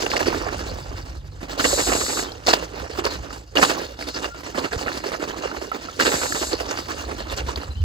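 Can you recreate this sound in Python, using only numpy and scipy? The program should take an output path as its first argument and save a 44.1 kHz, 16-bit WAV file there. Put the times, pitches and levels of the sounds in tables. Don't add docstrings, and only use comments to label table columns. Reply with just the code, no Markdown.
import sys
import numpy as np
from scipy import signal
from scipy.fft import rfft, irfft, next_fast_len
from scipy.io import wavfile

SR = 44100
rng = np.random.default_rng(int(sys.argv[2]) if len(sys.argv) > 2 else 0)


def transcribe(signal):
    frames = np.atleast_2d(signal).T
    limited = np.clip(frames, -1, 1)
    pcm = np.round(limited * 32767).astype(np.int16)
    wavfile.write(sys.argv[1], SR, pcm)


N = 345744
PAD = next_fast_len(N + 8192)

# [t/s, length/s, stalk level/dB, husk level/dB]
CRUNCHES = [(0.019, 0.016, -16.5, -23), (0.059, 0.014, -21, -30), (0.11, 0.017, -27, -39),
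            (0.13, 0.022, -20.5, -29), (0.16, 0.022, -21, -22.5), (0.193, 0.05, -16, -27),
            (0.258, 0.054, -18, -27.5), (0.321, 0.1, -24.5, -34), (0.46, 0.051, -32, -49),
            (0.515, 0.045, -27, -35), (0.578, 0.06, -30, -37), (0.657, 0.065, -33, -36.5),
            (0.755, 0.069, -37, -44), (0.957, 0.066, -38.5, -41), (1.052, 0.086, -44, -43.5),
            (1.406, 0.061, -36.5, -41.5), (1.483, 0.091, -30, -35), (1.577, 0.052, -20, -25.5),
            (1.64, 0.042, -14, -24), (1.701, 0.06, -21, -29), (1.78, 0.045, -15, -25),
            (1.867, 0.023, -15.5, -26), (1.909, 0.078, -20.5, -35), (2, 0.037, -22, -28),
            (2.083, 0.043, -22, -37), (2.157, 0.076, -25.5, -50), (2.174, 0.14, -31, -33.5),
            (2.464, 0.062, -11.5, -17.5), (2.529, 0.016, -8.5, -14), (2.734, 0.15, -34, -39),
            (2.896, 0.095, -34, -38.5), (2.972, 0.043, -26.5, -31.5), (3.039, 0.055, -20.5, -28),
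            (3.104, 0.073, -29, -31), (3.215, 0.074, -37.5, -44.5), (3.295, 0.11, -38.5, -40),
            (3.554, 0.05, -9.5, -21.5), (3.614, 0.042, -8, -16), (3.669, 0.078, -22, -25),
            (3.768, 0.11, -31.5, -37), (3.989, 0.068, -30.5, -36.5), (4.065, 0.05, -31.5, -32.5),
            (4.141, 0.079, -28.5, -33), (4.217, 0.072, -26.5, -31.5), (4.345, 0.087, -34.5, -40.5),
            (4.433, 0.092, -30.5, -36.5), (4.549, 0.072, -22, -31.5), (4.622, 0.061, -22.5, -32),
            (4.711, 0.06, -25, -35.5), (4.777, 0.071, -26, -31.5), (4.868, 0.065, -22.5, -36),
            (4.922, 0.086, -26.5, -31.5), (5.038, 0.085, -24.5, -32), (5.118, 0.041, -21.5, -32.5),
            (5.198, 0.071, -25, -34.5), (5.276, 0.042, -25, -32), (5.358, 0.055, -32.5, -36),
            (5.42, 0.099, -29.5, -39.5), (5.532, 0.083, -30.5, -41), (5.613, 0.051, -31, -38),
            (5.728, 0.046, -28, -39), (5.813, 0.057, -30.5, -37), (5.991, 0.049, -14, -19.5),
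            (6.049, 0.048, -8.5, -20.5), (6.115, 0.066, -18, -25.5), (6.214, 0.057, -20, -31),
            (6.345, 0.029, -18.5, -29), (6.408, 0.042, -22.5, -28), (6.51, 0.057, -22.5, -31.5),
            (6.58, 0.071, -27, -31.5), (6.689, 0.06, -24.5, -30), (6.759, 0.076, -29, -31),
            (6.883, 0.073, -26, -31), (6.969, 0.069, -32, -34), (7.079, 0.094, -28.5, -41),
            (7.164, 0.069, -31, -34.5), (7.277, 0.038, -34, -38), (7.307, 0.037, -24, -31),
            (7.364, 0.056, -26, -30), (7.465, 0.075, -25.5, -34), (7.558, 0.047, -30, -38),
            (7.586, 0.11, -34.5, -41.5)]
# [t/s, dull level/dB, bright level/dB]
RUSTLE = [(0, -29, -33.5), (.6, -37, -42.5), (1.3, -52, -55.5), (1.9, -28, -45), (2.44, -43, -47.5),
          (2.6, -32, -38), (2.72, -46, -48.5), (3.0, -35.5, -47), (3.5, -52.5, -57.5), (3.75, -32, -38),
          (3.96, -48, -51), (4.1, -51, -41.5), (4.4, -62, -52), (5.2, -40.5, -47.5), (5.7, -44.5, -45.5),
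          (6.4, -38.5, -42.5), (7.36, -44.5, -45), (7.7, -50, -52.5), (7.84, -53, -49.5)]
# [f/Hz, relative level/dB per Hz]
BODY_SPECTRUM = [(88, -62), (150, 4), (203, -4.5), (282, 5), (480, -0.5), (700, -2.5), (1350, -5.5),
                 (1900, -11), (2600, -12.5), (4000, -36.5), (6000, -43)]
# [f/Hz, relative level/dB per Hz]
HUSK_SPECTRUM = [(1470, 17.5), (2500, -2.5), (4600, 2), (6000, -0.5), (8500, -10), (10500, -12.5),
                 (12500, -20), (16000, -13.5)]
# [f/Hz, width/Hz, nominal lift/dB]
HOLLOWS = [(500, 90, 4), (2830, 90, 9), (4590, 250, 5)]
# [t/s, level/dB]
WIND = [(0, -44), (.6, -32), (1.1, -37), (1.55, -42), (1.8, -34.5), (2.05, -42), (2.6, -45.5), (3.2, -34),
        (3.45, -47), (4.65, -43.5), (5.9, -46), (6.05, -37), (6.3, -42.5), (6.95, -37), (7.45, -31.5),
        (7.65, -37.5), (7.84, -26)]
# [f/Hz, relative level/dB per Hz]
RUMBLE_SPECTRUM = [(22, -11), (43, -3.5), (59, 8.5), (77, 2.5), (140, -10.5), (194, -16.5), (260, -21),
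                   (340, -57.5)]
# [t/s, firing f/Hz, level/dB]
ENGINE = [(0, 42.3, -39.5), (1.2, 47.25, -39.5), (2.2, 52.24, -45), (3.2, 55.8, -47), (4.5, 56.4, -51.5),
          (7.84, 56.8, -66)]
# [multiple of firing rate, relative level/dB]
ENGINE_ORDERS = [(1, -1.5), (2, -5.5), (3, -9.5)]
# [t/s, peak level/dB, pitch f/Hz]
SNAPS = [(0.034, -13.5, 355), (0.063, -11.5, 2800), (0.116, -12, 1910), (0.135, -13, 890),
         (0.152, -16, 576), (0.166, -7.5, 1950), (0.2063, -11, 1780), (0.206, -11.5, 594),
         (0.279, -10, 336), (0.306, -18, 300), (0.372, -20, 330), (1.594, -15, 1100), (1.6432, -8, 1800),
         (1.652, -8.5, 4620), (1.729, -12.5, 510), (1.872, -12.5, 450), (2.064, -14.5, 1540),
         (2.171, -16, 1310), (2.3196, -21, 4070), (2.4696, -6.5, 4500), (2.481, -10, 710),
         (2.491, -13.5, 1180), (2.535, -8, 3000), (2.738, -29.5, 398), (2.829, -26.5, 410),
         (2.898, -30, 404), (2.986, -17.5, 373), (2.986, -22, 4930), (3.0518, -17.5, 416),
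         (3.053, -10.5, 4770), (3.3055, -20, 1290), (3.328, -31, 4500), (3.563, -15, 2850),
         (3.571, -3, 2720), (3.632, -9, 1150), (3.802, -24, 1490), (4.1486, -23, 4800), (4.579, -16, 576),
         (4.719, -22, 1550), (4.732, -14, 1620), (4.744, -22.5, 474), (4.792, -24, 2640),
         (4.881, -11, 1480), (5.06, -21.5, 400), (5.151, -19, 1370), (5.204, -24, 1350),
         (5.455, -18.5, 463), (5.5142, -22.5, 1200), (5.547, -21, 1000), (5.571, -28, 1400),
         (5.621, -23, 393), (5.742, -32, 446), (5.9988, -5, 1600), (6.009, -7, 1700), (6.0668, -12, 3880),
         (6.323, -11.5, 1540), (6.414, -19, 343), (6.427, -26, 420), (6.532, -15.5, 376),
         (6.531, -14, 4540), (6.602, -21, 1790), (6.71, -18, 440), (6.711, -23, 1290), (7.3762, -17, 4630),
         (7.487, -16, 1010), (7.488, -18, 507), (7.559, -18, 4200)]
# [t/s, length/s, level before sag/dB]
SNORTS = [(1.605, 0.65, -22.5), (3.572, 0.17, -28.5), (6.009, 0.54, -27)]
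# [f/Hz, relative level/dB per Hz]
NOSTRIL_SPECTRUM = [(2500, -30), (3600, -6), (4600, -2), (5700, -7), (6500, -2), (7700, 0), (8600, -10),
                    (10300, -16), (11500, -13), (12700, -23), (13500, -17), (16000, -24)]
# [t/s, length/s, start f/Hz, f at a quarter/Hz, end f/Hz, level/dB]
CHIRPS = [(2.265, .06, 3050, 3150, 3150, -43), (4.3, .082, 1380, 1400, 1400, -36),
          (7.705, .034, 4080, 4060, 4000, -48), (7.747, .08, 2600, 3060, 3060, -46),
          (7.75, .018, 3950, 4080, 4050, -50), (7.801, .018, 4050, 4100, 4100, -49)]
# [t/s, contact level/dB]
KNOCKS = [(4.5453, -23), (4.654, -18.5), (4.861, -17), (5.1178, -18.5), (5.7163, -16), (5.885, -25.5),
          (6.134, -19)]
# [f/Hz, relative level/dB, t60/s]
KNOCKED_STEM = [(720, -11, .015), (1330, 0, .028), (2080, -4, .012)]
# [t/s, level before swell and decay/dB, f/Hz, t60/s]
THUMPS = [(4.762, -1, 77, 0.028), (7.686, -12.5, 69.6, 0.13), (7.8, -13.5, 81.7, 0.8)]
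# [f/Hz, level difference/dB]
PORT_SHADE = [(60, -.7), (200, -4), (450, -9.5), (800, -10.5), (1450, -4), (1800, -10), (2300, -2),
              (3000, 2), (4400, 3.5), (5500, 1), (7000, 1), (10000, 0)]
# [f/Hz, share/0-1]
SPREAD = [(60, .03), (500, .03), (1000, .12), (3200, .2), (4600, .08), (6200, .25), (7500, .06),
          (9000, .004), (16000, .002)]
# [f/Hz, lag/turns]
STRAW_TURNS = [(0, 0), (900, .35), (1400, .26), (1900, .4), (2300, .52), (2800, .72), (4300, 1),
               (5800, 1.35), (7000, .95), (8200, 1.1)]
SNORT_TURNS = [(0, 0), (3000, 1.5), (4200, 1.92), (5200, 1.85), (5650, 1.5), (6500, 1.2), (7400, 1),
               (8200, 1)]
WIND_TURNS = [(0, 0.045), (300, 0.073)]
# [f/Hz, lag/turns]
TREBLE_TURNS = [(9200, 1.5), (10200, 1.5), (11000, 2), (12300, 2), (12750, 2.5), (14100, 2.5), (14800, 3)]

SWELL_SHARE, FALL_SHARE = 0.41, 0.44
SETTLE_T60_S, SETTLE_DULL_DB, SETTLE_BRIGHT_DB = 0.25, -15, -11
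SNORT_ATTACK_S, SNORT_RELEASE_S, SNORT_SAG_DB_PER_S = 0.048, 0.05, 9
CUTOFF_HZ = 16500


def from_db(db):
    return 10 ** (np.asarray(db) / 20)


def rms_one(x):
    return x / np.sqrt(np.mean(x ** 2) + 1e-20)


def in_time(rows):
    t_s, *columns = np.transpose(rows)
    return [np.interp(np.arange(N) / SR, t_s, column) for column in columns]


def at_hz(points):
    grid_hz = np.maximum(np.arange(PAD // 2 + 1) * SR / PAD, 1)
    table_hz, values = np.array(points).T
    return np.interp(np.log(grid_hz), np.log(table_hz), values)


def add_at(out, t_s, burst):
    at = round(t_s * SR)
    out[..., at:at + burst.shape[-1]] += burst[..., :N - at]


def poles(hz, radius):
    return [1, -2 * radius * np.cos(2 * np.pi * hz / SR), radius * radius]


def colour(x, spectrum):
    cepstrum = irfft(np.log(from_db(at_hz(spectrum))), PAD)
    cepstrum[1:PAD // 2] *= 2
    cepstrum[PAD // 2 + 1:] = 0
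    response = np.exp(rfft(cepstrum))
    return rms_one(irfft(rfft(x, PAD) * response, PAD)[..., :N])


def drift(rate_hz):
    r = np.exp(-2 * np.pi * rate_hz / SR)
    noise = rng.standard_normal(N + SR)
    return rms_one(signal.lfilter([1], [1, -2 * r, r * r], noise)[SR:])


def crushing(jolt):
    body, husk = np.zeros(N), np.zeros(N)
    t = np.arange(SR // 4) / SR
    for t_s, length_s, body_db, husk_db in CRUNCHES:
        rise_s, fall_s = SWELL_SHARE * length_s, FALL_SHARE * length_s
        swell = jolt + (1 - jolt) * np.minimum(t / rise_s, 1)
        force = swell * np.exp(-(np.maximum(t - rise_s, 0) / fall_s) ** 1.38)
        add_at(body, t_s, (from_db(body_db) * force) ** 2)
        add_at(husk, t_s, (from_db(husk_db) * force) ** 2)
    return body, husk


def giving_way(per_s, settle_s, steady):
    jumps = rng.random(N) * (rng.random(N) < per_s / SR)
    power = signal.lfilter([1], [1, -np.exp(-1 / (settle_s * SR))], jumps + 1e-18)
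    return np.sqrt(steady + (1 - steady) * power / power.mean())


def settling(power, db):
    r = from_db(-60 / (SETTLE_T60_S * SR)) ** 2
    return from_db(db) ** 2 * signal.lfilter([1 - r], [1, -r], power)


def grains(per_s, uneven_db):
    sizes_db = uneven_db * np.minimum(rng.exponential(1, (2, N)), 3)
    sizes = from_db(sizes_db) * rng.choice([-1, 1], (2, N))
    return sizes * (rng.random((2, N)) < per_s / SR)


def stems(cracks, low_hz, high_hz, cycles, patchy_db):
    pitches_hz = np.geomspace(low_hz, high_hz, 14)
    dealt, out = rng.integers(0, len(pitches_hz), cracks.shape), 0
    for k, hz in enumerate(pitches_hz):
        own_cracks = cracks * (dealt == k) + 1e-18
        rung = signal.lfilter([1, 0, -1], poles(hz, np.exp(-hz / cycles / SR)), own_cracks)
        presence = from_db(patchy_db * drift(14.6))
        out = out + presence * np.sqrt(hz) * rms_one(rung)
    return out


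def straw():
    body, husk = crushing(jolt=0.45)
    dull_db, bright_db = in_time(RUSTLE)
    clumps = giving_way(per_s=90, settle_s=.005, steady=.3)
    dull_stir = from_db(3.6 * drift(21)) ** 2
    bright_stir = from_db(2.2 * drift(49)) ** 2
    dull_power = settling(body, SETTLE_DULL_DB) + from_db(dull_db) ** 2
    bright_power = settling(husk, SETTLE_BRIGHT_DB) + from_db(bright_db) ** 2
    low = np.sqrt(body * clumps ** 2 + dull_power * dull_stir)
    high = np.sqrt(husk * clumps + bright_power * bright_stir)

    thick_cracks, thin_cracks = grains(per_s=2200, uneven_db=3.0), grains(per_s=7000, uneven_db=-1.5)
    thick = stems(thick_cracks, low_hz=200.2, high_hz=4500, cycles=1.2, patchy_db=2.5)
    thin = stems(thin_cracks, low_hz=2320, high_hz=15800, cycles=3.04, patchy_db=3.5)
    thick, thin = colour(thick, BODY_SPECTRUM), colour(thin, HUSK_SPECTRUM)

    hard = np.clip(low / from_db(-13.0), 0, 1)
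    crisp = signal.sosfilt(signal.butter(2, 1200, "high", fs=SR, output="sos"), thick)
    boom = signal.sosfilt(signal.butter(1, 330, fs=SR, output="sos"), thick)
    stalks = (1 - 0.52 * hard) * thick + 0.64 * hard * crisp - np.clip(2.15 * hard, 0, .8) * boom
    return low * stalks + high * thin


def hollow(x):
    for hz, width_hz, db in HOLLOWS:
        r = np.exp(-np.pi * width_hz / SR)
        band = signal.lfilter(np.array([1, 0, -1]) * (1 - r * r) / 2, poles(hz, r), x)
        x = x + (from_db(db) - 1) * from_db(3 * drift(13) - 4) * band
    return x


def wind():
    level = from_db(in_time(WIND)[0] + 2.0 * drift(27))
    return level * colour(rng.standard_normal((2, N)), RUMBLE_SPECTRUM)


def engine():
    firing_hz, db = in_time(ENGINE)
    phase = 2 * np.pi * np.cumsum(firing_hz) / SR
    out = np.zeros(N)
    for order, order_db in ENGINE_ORDERS:
        level = from_db(db + order_db + 2.6 * drift(5.0))
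        out += level * np.sqrt(2) * np.sin(order * phase)
    return out


def snaps(burst_s, burst_cycles, cycles, break_size):
    out, t = np.zeros((2, N)), np.arange(900) / SR
    for (t_s, db, hz), noise in zip(SNAPS, rng.standard_normal((len(SNAPS), 2, len(t)))):
        crack = (noise + break_size * (t == 0)) * np.exp(-t / (burst_s + burst_cycles / hz))
        stalk = [1, 0, -0.997], poles(hz, np.exp(-hz / cycles / SR))
        rung = rms_one(signal.lfilter(*stalk, signal.lfilter(*stalk, crack)))
        snap = rung + hz / 20000 * rms_one(crack)
        add_at(out, t_s, from_db(db) * snap / np.abs(snap).max())
    return out


def snorts():
    level, t = np.zeros(N), np.arange(N) / SR
    for t_s, length_s, db in SNORTS:
        attack, release = (t - t_s) / SNORT_ATTACK_S, (t_s + length_s - t) / SNORT_RELEASE_S
        edge = np.clip(np.minimum(attack, release), 0, 1)
        level += edge * from_db(db - SNORT_SAG_DB_PER_S * np.clip(t - t_s, 0, length_s))
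    flutter = from_db(0.78 * drift(49))
    return level * flutter * colour(rng.standard_normal((2, N)), NOSTRIL_SPECTRUM)


def birds():
    out = np.zeros(N)
    for t_s, length_s, start_hz, early_hz, end_hz, db in CHIRPS:
        u = np.linspace(0, 1, round(length_s * SR))
        hz = np.interp(u, [0, .25, 1], [start_hz, early_hz, end_hz])
        envelope = np.sqrt(np.sin(np.pi * u).clip(0))
        add_at(out, t_s, from_db(db) * envelope * np.sin(2 * np.pi * np.cumsum(hz) / SR))
    return out * from_db(3 * drift(40))


def knocks(contact_s, bare):
    touch, t = np.zeros(N), np.arange(200) / SR
    for (t_s, db), noise in zip(KNOCKS, rng.standard_normal((len(KNOCKS), len(t)))):
        rattle = noise * np.exp(-t / contact_s)
        add_at(touch, t_s, from_db(db) * rattle / np.sqrt(np.sum(rattle ** 2)))
    out = bare * touch
    for hz, db, t60_s in KNOCKED_STEM:
        mode = [0, np.sin(2 * np.pi * hz / SR)], poles(hz, from_db(-60 / (t60_s * SR)))
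        out = out + from_db(db) * signal.lfilter(*mode, touch + 1e-18)
    return out


def thumps(rise_s):
    out, t = np.zeros(N), np.arange(SR // 3) / SR
    for t_s, db, hz, t60_s in THUMPS:
        envelope = from_db(db - 60 * t / t60_s) * (1 - np.exp(-t / rise_s))
        add_at(out, t_s, envelope * np.sin(2 * np.pi * hz * t))
    return out


def ports(pair, turns):
    near, wide = rfft(pair, PAD)
    share = np.clip(at_hz(SPREAD), 0, 1)
    near, wide = near * np.sqrt(1 - share), wide * np.sqrt(share)
    table_hz, lag_turns = np.transpose(turns + TREBLE_TURNS)
    lag_turns = np.interp(np.arange(PAD // 2 + 1) * SR / PAD, table_hz, lag_turns)
    shade = from_db(at_hz(PORT_SHADE) / 2) * np.exp(-1j * np.pi * lag_turns)
    return irfft([(near + wide) * shade, (near - wide) / shade], PAD)[:, :N]


def scene():
    common = [[1], [0]]
    cracks = snaps(burst_s=.002, burst_cycles=1.5, cycles=0.8, break_size=5.0)
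    near = hollow(straw() + cracks) + birds() + knocks(contact_s=0.0043, bare=0.91) * common
    lows = wind() + (engine() + thumps(rise_s=0.0082)) * common
    return ports(near, STRAW_TURNS) + ports(snorts(), SNORT_TURNS) + ports(lows, WIND_TURNS)


def record(dry):
    dry = signal.sosfilt(signal.butter(2, 36, "high", fs=SR, output="sos"), dry)
    rounded = dry / (1 + np.abs(dry / .97) ** 4) ** .25
    return signal.sosfilt(signal.cheby2(14, 70, CUTOFF_HZ, fs=SR, output="sos"), rounded)


dry = scene()
out = record(dry)
transcribe(out)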